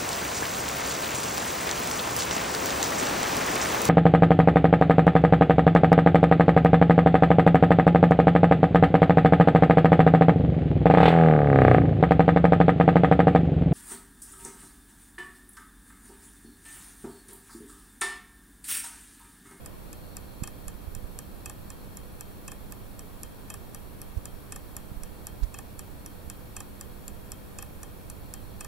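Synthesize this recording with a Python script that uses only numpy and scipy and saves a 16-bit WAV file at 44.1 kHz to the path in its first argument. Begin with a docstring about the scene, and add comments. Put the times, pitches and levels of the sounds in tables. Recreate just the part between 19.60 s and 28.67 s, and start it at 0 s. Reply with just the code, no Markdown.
"""A mechanical watch on a workbench ticks close by from the start, about four beats a second, over room
air, hiss and mains hum. Steel strikes steel, the case clacks, the brass plate rings faintly. Three light
beats lead to a hard one that rebounds, then an extra click; the cycle repeats. From 0.8 s strong eddies
of a draught flutter on the right microphone; gusts thump on it at 4.6 and 5.8 s. At 5.9 s the hard beat
falls weak once and its click comes late; the ticking runs on to the end at 9 s."""
import sys
import numpy as np
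from scipy import signal
from scipy.fft import rfft, irfft
from scipy.io import wavfile

SR = 44100
rng = np.random.default_rng(int(sys.argv[2]) if len(sys.argv) > 2 else 0)


def transcribe(u):
    """Save the signal u as a 16-bit wav file named by the first command-line argument.

    u: samples, shape (n,) or (channels, n), limited to [-1, 1]; the rate is SR.
    q: integer samples, one column per channel.
    """
    v = np.clip(np.atleast_2d(u).T, -1, 1)
    q = np.round(v * 32767).astype(np.int16)
    wavfile.write(sys.argv[1], SR, q)


N = 399987

# Three light beats, hard beat, extra click; later levels are relative to the first:
# (level [dB], body [dB], top modes [dB], unlock lead [s], unlock [dB], rebound delay [s], rebound [dB],
#  chatter [dB], bridge re body [dB], plate [dB], spring [dB])
STROKES = [(-27, -21, -14.4, .0068, -22, 0.0017, -5.5, -2, -5, -33, -28),
           (-28.6, -25, -12.5, 0.006, -36, .0017, -19, 2, -0.5, -33, -28),
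           (-25.5, -24, -13.5, .013, -35, 0.0026, -19, -8.5, -2.5, -30, -35),
           (-24.5, -19.5, -17, .002, -10, 0.00404, -7, -11, 2, -28.5, -34),
           (-28.5, -16, -14, 0.00326, -16, 0.00153, -4, -12, -5.5, -60, -24)]
def watch(steel_db, case_db, slide_db, travel_s, case_lag_s, chatter_s, slide_s):
    """Each tick: unlocking, slide, chattering blow, rebound. Steel, case, plate and spring answer."""
    out = np.zeros((2, N))
    preroll_s = .015
    t = np.arange(SR // 5) / SR
    brief = t[:SR // 40]
    from_blow = brief - preroll_s
    for at_s, drive_db, stroke in beats(STROKES):
        (db, body_db, top_db, lead_s, unlock_db, rebound_s, rebound_db,
         chatter_db, bridge_db, plate_db, spring_db) = stroke
        force = amp(unlock_db) * chatter(from_blow + lead_s * rng.uniform(0.9, 1.48), chatter_s / 2)
        force += amp(slide_db) * chatter(from_blow + slide_s / 2, slide_s)
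        force += np.sinc(from_blow * SR) + amp(chatter_db) * chatter(from_blow, chatter_s)
        force += amp(rebound_db) * chatter(from_blow - rebound_s * rng.uniform(0.9, 1.016), chatter_s / 2)
        force /= np.linalg.norm(force)
        body = bridge_and_case(brief, bridge_db, case_lag_s)
        click = amp(steel_db + drive_db) * escapement(brief, top_db)
        heard_s = at_s + travel_s
        case_drive_db = 0.24 * drive_db  # the heavy case feels only a share
        add(out, heard_s, amp(db + case_db + body_db + case_drive_db) * body)
        add(out, heard_s - preroll_s, amp(db) * signal.fftconvolve(force[None], click, axes=1))
        rings = amp(plate_db) * ring(t, hz=3166, t60_s=0.24, balance_db=5)
        rings += amp(spring_db) * ring(t, hz=10300, t60_s=0.1, balance_db=-1)
        add(out, heard_s, amp(db + 2 * rng.standard_normal()) * rings)
    return out


# Stroke onsets in a cycle: (time [s])
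ONSETS_S = [.0592, .3286, .5678, .8361, .8743]
# Uneven running: (time [s], lateness [s])
LATENESS = [(0.06, 0.00058), (1.59, -0.00076), (1.86, 0.00091), (2.61, -0.0025), (2.88, 0.0002),
            (3.12, -0.0019), (3.9, 0.00096), (4.65, 0.001), (5.44, -0.0022), (5.68, -0.0068),
            (6.19, 0.0035), (6.7, 0.0025), (6.97, 0.0005), (7.99, -0.00011), (8.74, -0.0017),
            (9.01, -0.0002)]
# Wavering force: (time [s], level [dB])
DRIVE_DB = [(0.06, -0.7), (1.86, 1.4), (2.1, -2.2), (2.37, -0.1), (3.9, -0.5), (4.65, -1), (5.17, 2.8),
            (6.46, 0), (7.48, 2.5), (8.23, -1.0), (8.5, 1.8), (9.01, 0.4)]
def beats(strokes, cycle_s=1.0215, cycles=9):
    """The balance repeats four beats, slightly uneven in time and force, and stumbles once."""
    stumble_cycle, hard_stroke = 5, 3
    for cycle in range(cycles):
        for k, (onset_s, stroke) in enumerate(zip(ONSETS_S, strokes)):
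            at_s = cycle * cycle_s + onset_s
            drive_db = curve(at_s, DRIVE_DB)
            at_s += curve(at_s, LATENESS)
            if cycle == stumble_cycle:
                drive_db -= 5.5 * (k == hard_stroke)
                at_s += .006 * (k > hard_stroke)
            yield at_s, drive_db, stroke


# First contact, steel parts, their top modes:
# (frequency [Hz], relative level [dB], swell [s], left-right [dB], left lead [rad])
CRACK_MODES = [(4860, -7.5, 0.000033, 5, -0.16)]
STEEL_MODES = [(4480, -27, 0.00074, 1, 1), (5130, -17, 0.00048, 13, -1.9), (5700, -16, 0.00075, -1, -0.75),
               (6166, -14.5, 0.0009, 8, -1.2), (7280, -8, 0.00056, -8.5, 0.77),
               (8340, -9, 0.00033, 2, 0.22), (8880, -15.5, 0.00088, -5, -0.35),
               (9580, -13, 0.00061, 4.5, 0.26)]
TOP_MODES = [(10270, -4, .0007, -5, 5.5), (11320, 0, 0.00087, 13, -4.5), (11600, 4.5, 0.00034, -6, 1),
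             (13200, -15, .00015, 1, 2)]
def escapement(t, top_db, detune=.004):
    """Steel meets steel: a dry crack and a bright click of about 2 ms."""
    crack = strike(CRACK_MODES, t, scatter_db=4.0, detune=detune)
    click = strike(STEEL_MODES, t, scatter_db=-0.3, detune=detune)
    top = strike(TOP_MODES, t, scatter_db=1, detune=detune)
    return crack + click + amp(top_db) * top


# Escapement bridge; case and holder:
# (frequency [Hz], relative level [dB], swell [s], left-right [dB], left lead [rad])
BRIDGE_MODES = [(2562, 0.96, 0.003, 2.4, 0.31)]
CASE_MODES = [(813, -5.5, 0.0029, -5.5, 0), (1047, -15.5, 0.0064, 0, 0), (1170, 0.5, 0.0022, 0.5, .1),
              (1685, -6, 0.0015, -7, .2), (1797, -8, 0.0039, 6, .3), (2180, -16, 0.0017, 3, 0),
              (3300, -9.5, 0.0013, 10, 0)]
def bridge_and_case(t, bridge_db, case_lag_s):
    """The bridge pings; the heavier case takes the stroke as one push and clacks for about 10 ms."""
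    ping = amp(bridge_db) * strike(BRIDGE_MODES, t, scatter_db=1.6, detune=0.0028)
    clack = strike(CASE_MODES, t - case_lag_s, scatter_db=0.5, detune=0.0048)
    return ping + clack


def strike(modes, t, scatter_db, detune):
    """One blow: modes swell and die, differ each time and reach the two microphones out of step."""
    t, out = np.maximum(t, 0), 0
    for k, (hz, db, swell_s, balance_db, lead_rad) in enumerate(modes):
        level, pitch = rng.standard_normal(2)
        envelope = t / swell_s * np.exp(1 - t / swell_s)
        phase = 2 * np.pi * hz * (1 + detune * pitch) * t + np.array([[lead_rad], [-lead_rad]]) / 2
        gain = (-1) ** k * amp(db + scatter_db * level) * sides(balance_db)
        out = out + gain * envelope * np.sin(phase)
    return out


def chatter(t, length_s):
    """A short run of tiny contacts, unit energy."""
    burst = rng.standard_normal(len(t)) * np.sin(np.pi * np.clip(t / length_s, 0, 1)) ** 2
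    return burst / (np.linalg.norm(burst) + 1e-12)


def ring(t, hz, t60_s, balance_db):
    """Free decay of the plate or the spring."""
    return sides(balance_db) * np.exp(-np.log(1000) * t / t60_s) * np.sin(2 * np.pi * hz * t)


def bench(x, t60_s, wet_db, spread, lowpass_hz):
    """Short, dull scatter off the bench and the things on it, much alike on both sides."""
    t = np.arange(SR // 8) / SR
    tail = rng.standard_normal(len(t)) + spread * rng.standard_normal((2, len(t)))
    tail *= np.exp(-np.log(1000) * t / t60_s) * (t > .001)
    tail = signal.lfilter(*signal.butter(1, lowpass_hz, fs=SR), tail / np.linalg.norm(tail[0]))
    return x + amp(wet_db) * signal.fftconvolve(x, tail, axes=1)[:, :N]


# Strong eddies; larger gusts: (time [s], level [dB], half width [s])
EDDIES = [(0.8241, -14, 0.0015), (1.28, -21.5, 0.0033), (1.329, -24.5, 0.0076), (1.381, -23, 0.011),
          (1.446, -22, 0.0043), (5.318, -23.5, 0.0019), (5.374, -21.5, 0.0037), (5.434, -23.5, 0.011),
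          (6.679, -25, 0.0019), (7.550, -27, 0.0081)]
GUSTS = [(4.576, -16.5, 0.0038), (5.8365, -12.5, 0.0057)]
# Rumble spectrum: (frequency [Hz], relative density [dB])
RUMBLE = [(8, -7.5), (22, 1), (48, -2), (75, -5.5), (120, -14.5), (250, -39), (600, -22.5), (2000, -77)]
# Draught strength: (time [s], level [dB])
DRAUGHT_DB = [(0, -43), (.9, -42.5), (1.4, -41), (2.2, -44), (4.2, -44.5), (5.4, -42.5), (6.1, -44.5),
              (7.6, -43), (9.07, -41.5)]
def draught(low_cut_hz, leak_db, rustle_db, rustle_hz):
    """Moving air rumbles on the right microphone; eddies pull at the diaphragm, gusts push it."""
    t = np.arange(N) / SR
    suction = np.zeros(N)
    for at_s, db, width_s in [*EDDIES, *small_eddies(DRAUGHT_DB)]:
        suction -= amp(db) * np.exp(-np.minimum(((t - at_s) / width_s) ** 2, 50))
    air = signal.lfilter(*signal.butter(1, low_cut_hz, "high", fs=SR), suction)  # diaphragm swings back
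    rustle = signal.lfilter(*signal.butter(4, rustle_hz, fs=SR), rng.standard_normal(N))
    for at_s, db, width_s in GUSTS:
        offset_sq = np.minimum(((t - at_s) / width_s) ** 2, 50)
        envelope = amp(db) * np.exp(-offset_sq / 2)
        air += envelope * (1 - offset_sq + amp(rustle_db + db) * rustle)  # stronger gusts rustle more
    air += amp(curve(t, DRAUGHT_DB)) * noise(RUMBLE)
    return np.array([amp(leak_db) * air, air])


def small_eddies(strength, count=10, above_db=16.5, scatter_db=2, width_s=.004):
    """Weak eddies at random times, following the draught's strength."""
    for place, level, size in rng.uniform(-1, 1, (count, 3)):
        at_s = (place + 1) / 2 * N / SR
        yield at_s, curve(at_s, strength) + above_db - scatter_db * level, width_s * 2 ** size


# Room air; microphone hiss: (frequency [Hz], relative density [dB])
AIR = [(15, -12), (50, 1), (110, 1), (200, -3.5), (400, -8), (700, -13.5), (1050, -15.5), (1500, -20),
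       (2200, -23), (2800, -26), (3800, -27.5), (6500, -34), (16000, -37)]
HISS = [(1500, -14.5), (2800, -15.5), (3200, 4), (3800, -23), (4500, -25), (5700, -5), (6700, -7.5),
        (9000, -2.5), (11000, 1.5), (13500, 2.5), (14800, -1.5), (15700, -2.5)]
# Likeness of the two sides: (frequency [Hz], common power share [0-1])
COHERENCE = [(100, 0.01), (400, 0.11), (2800, 0.17), (6500, 0.22), (7500, 0.3), (12000, 0.13),
             (14000, 0.25), (15000, 0.4), (15600, .95)]
def room(air_db, hiss_db):
    """Steady air noise and hiss, partly common to both microphones."""
    common, *own = [rfft(amp(air_db) * noise(AIR) + amp(hiss_db) * noise(HISS)) for _ in range(3)]
    share = curve(np.fft.rfftfreq(N, 1 / SR), COHERENCE)
    return irfft(np.sqrt(share) * common + np.sqrt(1 - share) * np.array(own), N)


# Hum and whine lines: (frequency [Hz], left [dB], right [dB])
HUM_LINES = [(102.3, -81, -59), (199.8, -55, -68.5), (298.4, -68.5, -63.5), (500, -74, -63),
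             (5595, -74.5, -107), (11700, -79, -85)]
def hum(waver_rad, waver_db):
    """Mains hum and faint electronic whine, wavering in phase and level."""
    t = np.arange(N) / SR
    out = np.zeros((2, N))
    for hz, left_db, right_db in HUM_LINES:
        tone = np.sqrt(2) * np.sin(2 * np.pi * hz * t + waver_rad * drift(6))
        tone *= amp(waver_db * drift(6.3))
        out += amp([[left_db], [right_db]]) * tone
    return out


# Hiss band: (frequency [Hz], relative density [dB])
SHIMMER_BAND = [(3600, -41), (4000, 0.5), (4270, 3), (4550, -3), (5000, -29)]
# Its strength: (time [s], level [dB])
SHIMMER_DB = [(0, -74), (.5, -65), (1.3, -71), (2, -69), (2.5, -70), (5, -71.5), (6, -69.5), (8.3, -72.5),
              (8.75, -67), (9.07, -69)]
def shimmer(balance_db):
    """A faint, narrow hiss near 4.3 kHz that comes and goes."""
    level = amp(curve(np.arange(N) / SR, SHIMMER_DB))
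    return sides(balance_db) * level * noise(SHIMMER_BAND)


def noise(spectrum):
    """Shaped noise, rms 1."""
    hz, db = np.transpose(spectrum)
    shape = amp(np.interp(np.log(np.fft.rfftfreq(N, 1 / SR) + 1), np.log(hz), db))
    x = irfft(rfft(rng.standard_normal(N)) * shape, N)
    return x / np.sqrt(np.mean(x ** 2) + 1e-20)


def drift(rate_hz):
    """Slow random wander."""
    knots = rng.standard_normal(400)
    return np.interp(np.arange(N) / SR * rate_hz, np.arange(len(knots)), knots)


def curve(x, table):
    """Linear lookup in a two-column table."""
    return np.interp(x, *np.transpose(table))


def amp(db):
    """Decibels to gain."""
    return 10 ** (np.asarray(db) / 20)


def sides(db):
    """Stereo gains for a left-right level difference."""
    return amp(np.array([[db], [-db]]) / 2)


def add(mix, at_s, sound):
    """Mixes in a stereo sound."""
    part = mix[:, max(round(at_s * SR), 0):][:, :sound.shape[1]]
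    part += sound[:, :part.shape[1]]


def scene():
    """Watch on its bench, background, draught."""
    ticking = watch(steel_db=-0.5, case_db=1.0, slide_db=-28.0, travel_s=.0004,
                    case_lag_s=0.001497, chatter_s=0.0014, slide_s=0.015)
    ticking = bench(ticking, t60_s=0.095, wet_db=-9.5, spread=0.26, lowpass_hz=5040)
    background = room(air_db=-45.5, hiss_db=-56) + hum(waver_rad=1.0, waver_db=1.34)
    background += shimmer(balance_db=4.1)
    return ticking + background + draught(low_cut_hz=18, leak_db=-29, rustle_db=-14.5, rustle_hz=7820)


# Sound-path notches: (frequency [Hz], width [Hz])
NOTCHES = [(2040, 66), (3050, 104), (4100, 44), (5120, 69), (6160, 200)]
def record(dry):
    """The camera's sound path: narrow notches, each applied twice, then a band limit."""
    for hz, width_hz in NOTCHES:
        notch = signal.iirnotch(hz, hz / width_hz, fs=SR)
        dry = signal.lfilter(*notch, signal.lfilter(*notch, dry))
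    lowpass = signal.firwin(1023, cutoff=15780, window=("kaiser", 7), fs=SR)
    return signal.oaconvolve(dry, lowpass[None], "same")


dry = scene()
out = record(dry)
transcribe(out)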